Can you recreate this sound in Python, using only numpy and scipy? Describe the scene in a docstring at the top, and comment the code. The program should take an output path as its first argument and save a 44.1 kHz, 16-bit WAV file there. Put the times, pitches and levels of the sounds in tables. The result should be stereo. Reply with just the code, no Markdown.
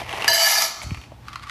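"""In a small room, close by, dry kibble slides down a plastic tub and pours into a steel bowl.
The bare bowl rings until the growing heap damps it and only the rattle of pellet on pellet is left.
The tub is swung away with a few ticks and soft bumps, and a dog starts to nose through the food.
Faint room air, a low rumble and a hum lie underneath."""
import sys
import numpy as np
from scipy import signal
from scipy.fft import rfft, irfft
from scipy.io import wavfile
from scipy.ndimage import uniform_filter1d

SR = 44100
rng = np.random.default_rng(int(sys.argv[2]) if len(sys.argv) > 2 else 0)


def bounce(signal):
    """Save signal as a 16-bit WAV file at the path given by the first command-line argument."""
    frames = np.transpose(np.atleast_2d(signal))
    limited = np.clip(frames, -1, 1)
    pcm = np.round(limited * 32767).astype(np.int16)
    wavfile.write(sys.argv[1], SR, pcm)


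N = 66150
T = np.arange(N) / SR

# How loud each sound is as time goes by. Each row: time in seconds, level in dB.
SLIDE_LEVEL = [(0, -27), (.05, -38.5), (.12, -29.5), (.2, -28), (.3, -27.5), (.55, -85), (.7, -70)]  # pellets sliding in the tub
RUMBLE_LEVEL = [(0, -42), (.32, -47), (.4, -62), (.75, -60.5), (.9, -37), (1.08, -47.5), (1.28, -44.5),
                (1.5, -48.5)]  # the low rumble and hum
HEAP_LEVEL = [(.277, -46), (.281, -21), (.31, -41), (.34, -28.5), (.38, -21), (.44, -19.5), (.51, -17.5),
              (.57, -20), (.645, -21), (.70, -34), (.77, -38), (1.05, -54)]  # pellets landing and settling
GRAZE_LEVEL = [(.277, -50), (.281, -20), (.31, -35), (.34, -21), (.38, -31.5), (.43, -24.5), (.5, -23),
               (.56, -27), (.64, -26.5), (.7, -45), (.78, -63)]  # pellets grazing each other
FILLED_LEVEL = [(.42, -60), (.52, -36), (.63, -30.5), (.72, -37.5), (.8, -39), (1.05, -56.5)]  # pellets shaking the filled bowl
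STEEL_LEVEL = [(.279, 0.5), (.31, 5.5), (.34, 5.5), (.45, -1.5), (.52, -0.5), (.64, -8.5), (.72, -21.5)]  # pellets striking bare steel
RUMMAGE_LEVEL = [(1.24, -53), (1.29, -42.5), (1.315, -51), (1.34, -39.5), (1.4, -76), (1.43, -34),
                 (1.455, -51), (1.485, -35.5)]  # the dog stirring the food

# The tone of each sound, from bass to treble. Each row: frequency in Hz, relative level in dB.
SLIDE_TONE = [(88, -49), (150, -32), (204, -15), (401, -6.5), (714, 1), (1130, -1.5), (1490, -10),
              (2020, -0.5), (3750, -13), (6300, -18), (7940, -25.5), (11500, -24.5), (15000, -39)]
AIR_TONE = [(80, -33), (170, -8), (450, -18), (850, -6.5), (1200, -17), (4000, -22.5), (12500, -41.5),
            (15000, -57)]
RUMBLE_TONE = [(25, -50), (58, 1.5), (90, -2.5), (170, -13.5), (300, -15.5), (800, -46.5)]
HEAP_TONE = [(300, -56.5), (691, 4), (1130, -5), (1310, 3), (1470, -13.5), (2140, 7), (2690, -6.5),
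             (2970, -4.5), (5800, 2), (7920, -4.5), (8600, -40), (9800, -7.5), (12900, -16), (15000, -34)]
GRAZE_TONE = [(3000, -40), (7000, -25), (8600, -16.5), (9900, 2), (10700, -14.5), (11600, 0), (12800, -3.5),
              (14200, -13.5), (15500, -52)]
SKID_TONE = [(300, -21), (600, 8), (2000, 0), (6000, -3.5), (11000, -7), (15500, -28)]
RUMMAGE_TONE = [(290, -56), (720, -32), (1140, 5), (1650, -5), (2100, -4.5), (4740, -11.5), (8250, -23.5),
                (11900, -26), (15000, -52)]

# The room's echo. Each row: frequency in Hz, fade time in seconds (the time to fall by 60 dB).
ROOM_FADE = [(150, 0.36), (5000, 0.44), (14000, 0.17)]
# Ticks of the plastic tub. Each row: start in seconds, level in dB, pitch in Hz.
TUB_TICKS = [(0.0177, -27, 730), (0.0928, -28.5, 2860), (.1278, -26, 2730), (0.1371, -28.5, 745),
             (0.222, -21.5, 2730), (0.2444, -15.5, 2580), (.817, -29.5, 2270), (0.908, -34, 2280),
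             (.946, -31, 2230), (.973, -37, 2320), (1.0144, -36, 2470), (1.0385, -41, 2560),
             (1.119, -35.5, 650)]
# The tone of one tick. Each row: multiple of its pitch, relative level in dB.
TICK_TONE = [(.1, -11), (.48, 0), (.68, -6), (1, 6), (1.35, -4.5), (2, -15), (4.6, -23), (6, -43)]
# Hard single landings. Each row: start in seconds, level in dB, pitch the struck spot favours in Hz.
LANDINGS = [(.2795, -17, 1722), (.331, -20, 666), (.345, -21, 4700), (.399, -21, 2925), (.447, -21, 1722),
            (.469, -21, 1722), (.533, -21, 5800), (.583, -20, 666), (.6215, -15, 5856), (.68, -26, 941)]
# Dull notes of the filled bowl. Each row: pitch in Hz, relative level in dB.
FILLED_NOTES = [(1272, 9), (4430, 6.5), (5820, -4.5)]
# Which way the heap's rattle leans. Each row: frequency in Hz, left minus right in dB.
HEAP_BALANCE = [(700, -6), (1300, -2.5), (2200, -3), (4300, 4.5), (5700, 3), (7500, -2), (9800, 1.5),
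                (12000, 4)]
# Notes of the bare bowl. Each row: pitch in Hz, relative level in dB, left minus right in dB.
STEEL_NOTES = [(666, -6, -7), (941, -10, -5), (1722, 2.5, -1), (2887, -6, -3), (2966, -7, 3),
               (3077, -9, -4), (4064, -3, 10), (4612, 0, 9), (4847, 0, 5), (5014, -5, -1), (5622, -11, 7),
               (5760, -8, -4), (5856, -2, 2), (6384, -7, 11), (7673, -11, 3), (7921, -12, 1)]
# Handling bumps. Each row: start in seconds, level in dB, final pitch in Hz, fade time in seconds.
BUMPS = [(0.841, -29.5, 62.2, 0.32), (.863, -21, 82.3, 0.13), (.916, -8.5, 88, 0.072),
         (0.97, -24, 62.7, 0.1)]
# Pellets knocked about by the dog. Each row: start in seconds, level in dB, pitch in Hz.
NUDGES = [(1.2834, -28.5, 2094), (1.3309, -33, 3320), (1.3576, -25, 4200), (1.396, -40, 1370),
          (1.4365, -35, 2160), (1.47, -34, 1145), (1.4965, -25.5, 1930)]

HEAP_PER_S, HEAP_SPREAD_DB = 1800, 1.5  # hits a second, and how much their strength varies


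def amp(db):
    """Turns decibels into a number to multiply by."""
    return 10 ** (np.asarray(db) / 20)


def unit(x):
    """Scales a sound to an average power of 1."""
    return x / np.sqrt(np.mean(x ** 2) + 1e-20)


def read(points, hz):
    """Looks up a frequency in a table, giving every octave equal room."""
    row_hz, value = np.transpose(points)
    return np.interp(np.log(hz + 1), np.log(row_hz), value)


def level(points):
    """Turns a level table into a volume curve that dies away fast beyond its ends."""
    times, db = np.transpose(points)
    outside_s = abs(T - np.clip(T, times[0], times[-1]))
    return amp(np.interp(T, times, db) - 300 * outside_s)


def pan(db):
    """Left and right volumes; above 0 dB the sound leans left."""
    return amp(np.array([[db], [-db]]) / 2)


def add(mix, start_s, sound):
    """Mixes a sound in at a given time."""
    part = mix[:, max(round(start_s * SR), 0):][:, :sound.shape[-1]]
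    part += sound[..., :part.shape[1]]


def widen(pair, width=1):
    """Makes left and right from a shared signal and one that is added left and taken away right."""
    middle, side = pair[0], width * pair[1]
    return np.array([middle + side, middle - side]) / np.sqrt(1 + width ** 2)


def ring_through(x, response):
    """Makes every sample of a sound set off the given response."""
    return signal.fftconvolve(x, np.atleast_2d(response), axes=1)[:, :N]


def colour(x, tone, peak_hz=1000, peak_db=0, peak_octaves=0.05, size=4096):
    """Gives a sound the tone in a table, with one narrow ringing peak if asked."""
    hz = abs(np.fft.fftfreq(size, 1 / SR))
    db = read(tone, hz) + peak_db / (1 + (np.log2((hz + 1) / peak_hz) / peak_octaves) ** 2)
    spectrum = np.exp(np.conj(signal.hilbert(np.log(amp(db)))))  # rings after a hit, never before
    response = np.fft.ifft(spectrum).real[:size // 2]
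    return ring_through(x, response / np.linalg.norm(response))


def impacts(per_s, spread_db):
    """Random hits, a few harder than the rest, at a steady average power."""
    strength = amp(spread_db * np.minimum(rng.exponential(1, N), 3.5))
    hits = strength * rng.choice([-1, 1], N) * (rng.random(N) < per_s / SR)
    return hits / np.sqrt(abs(uniform_filter1d(hits ** 2, size=1500)) + 1e-6)


def patter(per_s, spread_db, spots=6):
    """Hits from scattered spots, each sounding a little different on the left and right."""
    out = np.zeros((2, N))
    hits, spot = impacts(per_s, spread_db), rng.integers(0, spots, N)
    for k in range(spots):
        here = hits * (spot == k)
        shifted = np.roll(here, (k + 1) * (-1) ** k) * (-1) ** (k // 2)
        out += widen([here, shifted])
    return out


def click(fade_s, size=3000):
    """A sharp contact and its brief chatter."""
    t = np.arange(size) / SR
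    burst = rng.standard_normal((2, size)) * amp(-60 * t / fade_s)
    burst[0, 0] += 4  # the contact itself
    return unit(widen(burst)) * np.sqrt(SR / 200 / size)  # as much energy as 5 ms at power 1


def tub():
    """Pellets tumble down the plastic wall, which ticks dully."""
    out = colour(patter(per_s=1100, spread_db=1) * level(SLIDE_LEVEL), SLIDE_TONE)
    for start, db, hz in TUB_TICKS:
        tone = [(multiple * hz, tone_db) for multiple, tone_db in TICK_TONE]
        add(out, start, amp(db) * colour(click(fade_s=.022), tone))
    return out * pan(db=-2)


def background(air_db=-52.5, hum_hz=120.3):
    """Steady room air, plus a low rumble and faint hum that sink during the pour."""
    air, low = (widen(rng.standard_normal((2, N)), width=0.45) for _ in range(2))
    hum = amp(-4) * unit(np.sin(2 * np.pi * hum_hz * T))
    return amp(air_db) * colour(air, AIR_TONE) + level(RUMBLE_LEVEL) * (colour(low, RUMBLE_TONE) + hum)


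def room_echo(x, delay_s=0.00226, size=256):
    """The walls send back a short blur of echoes whose highest treble dies first."""
    hz, t, noise = signal.stft(rng.standard_normal((2, SR // 2)), SR, nperseg=size)
    fade = amp(-60 * t / read(ROOM_FADE, hz)[:, None])
    tail = signal.istft(noise * fade, SR, nperseg=size)[1]
    tail = tail * (T[:tail.shape[1]] > delay_s)
    return ring_through(x, tail / np.linalg.norm(tail[0]))


def heap():
    """Pellets land on pellets with a rattle and graze each other with a crisp hiss."""
    hits = patter(HEAP_PER_S, HEAP_SPREAD_DB) * level(HEAP_LEVEL)
    for start, db, _ in LANDINGS:
        add(hits, start, amp(db) * click(fade_s=0.027))
    grazes = patter(HEAP_PER_S, HEAP_SPREAD_DB) * level(GRAZE_LEVEL)
    rattle = colour(hits, HEAP_TONE) + colour(grazes, GRAZE_TONE)
    out = steel_shimmer(rattle) + filled_bowl()
    lean_db = read(HEAP_BALANCE, np.fft.rfftfreq(N, 1 / SR))
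    return irfft(rfft(out) * amp(np.array([lean_db, -lean_db]) / 2), N)


def steel_shimmer(x, relative_db=-8.5, fade_s=0.054):
    """The steel wall adds a crowd of close, quickly dying notes to a sound."""
    t = T[:SR // 8]
    ring = widen(rng.standard_normal((2, len(t)))) * amp(-60 * t / fade_s)
    shimmer = ring_through(x, ring / np.linalg.norm(ring[0]))
    return (x + amp(relative_db) * shimmer) / np.hypot(1, amp(relative_db))


def bare_bowl(ring_db=-24.5, damping_per_s=9, spot_octaves=.06):
    """Each pellet strikes another spot and sets the steel ringing; the growing heap damps it."""
    first_s = LANDINGS[0][0]
    hits = impacts(per_s=600, spread_db=2.5) * level(STEEL_LEVEL) * (T >= first_s)
    typical_hit = np.sqrt(SR / 600)
    first_hit = amp(18) * typical_hit * (np.arange(N) == round(first_s * SR))
    # This clock speeds up as the bowl fills, so the notes fade ever faster.
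    fade_clock = np.cumsum(1 + damping_per_s * np.clip(T - first_s, 0, .5)) / SR
    out = np.zeros((2, N))
    for hz, db, side_db in STEEL_NOTES:
        empty_fade_s = .55 * (hz / 1e3) ** -.12  # high notes die sooner
        decay = np.minimum(np.log(1000) * fade_clock / empty_fade_s, 600)
        note = np.exp(2j * np.pi * hz * T - decay)
        push = hits * rng.standard_normal(N) + first_hit
        for start, hit_db, spot_hz in LANDINGS:
            off_pitch = np.log2(hz / spot_hz) / spot_octaves
            push[round(start * SR)] += amp(hit_db + 34) * typical_hit / (1 + off_pitch ** 2)
        ring = note * np.cumsum(push / abs(note))  # every push starts its own fade
        shift_s = .00009 * rng.uniform(-0.87, 0.51, (2, 1))  # left and right arrive slightly apart
        stereo = (ring * np.exp(2j * np.pi * hz * shift_s)).real
        out += amp(db) * unit(stereo * pan(side_db))
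    return amp(ring_db) * unit(out)


def filled_bowl(fade_s=.025):
    """Weighed down with food, the bowl answers each hit with short, dull notes."""
    t = T[:SR // 4]
    fade = amp(-60 * t / fade_s)
    notes = sum(amp(db) * unit(fade * np.sin(2 * np.pi * hz * t)) for hz, db in FILLED_NOTES)
    hits = patter(HEAP_PER_S, HEAP_SPREAD_DB) * level(FILLED_LEVEL)
    return ring_through(hits, notes / np.linalg.norm(notes))


def skid(peak_s=.832, width_s=0.0067, db=-30.5):
    """A last pellet skids over the plastic in a quick run of tiny hits."""
    swell = amp(db) * np.exp(-.5 * ((T - peak_s) / width_s) ** 2)
    return colour(patter(HEAP_PER_S, HEAP_SPREAD_DB) * swell, SKID_TONE)


def bumps(rise_s=0.0056, drop_s=0.0034):
    """Handling makes soft, low thuds whose pitch drops at once."""
    out, t = np.zeros((2, N)), T[:SR // 4]
    side_radians = np.array([[.5], [-.5]])  # the left wave runs ahead of the right
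    for start, db, hz, fade_s in BUMPS:
        cycles = np.cumsum(hz * (1 + 2.4 * np.exp(-t / drop_s))) / SR
        volume = amp(db - 60 * t / fade_s) * (1 - np.exp(-t / rise_s))
        add(out, start, -np.sin(2 * np.pi * cycles + side_radians) * volume)
    return out * pan(db=3.5)


def dog():
    """A muzzle pushes pellets around the full bowl, and a few of them click."""
    out = colour(patter(per_s=1100, spread_db=3) * level(RUMMAGE_LEVEL), RUMMAGE_TONE)
    for start, db, hz in NUDGES:
        add(out, start, amp(db) * colour(click(fade_s=.017), RUMMAGE_TONE, peak_hz=hz, peak_db=13))
    return out * pan(db=-0.5)


def scene(echo_db=-8):
    """Tub, bowl and dog echo in the room; the bumps and background are added without echo."""
    near = tub() + skid() + bare_bowl() + heap() + dog()
    return near + amp(echo_db) * room_echo(near) + bumps() + background()


def record(dry, peak_limit=.85, cutoff_hz=15000):
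    """The recorder rounds off the highest peaks, then cuts the very top of the treble."""
    rounded = dry / (1 + (dry / peak_limit) ** 8) ** (1 / 8)
    low_pass = signal.firwin(255, cutoff_hz, window=("kaiser", 9), fs=SR)
    return signal.oaconvolve(rounded, low_pass[None], "same")


dry = scene()
out = record(dry)
bounce(out)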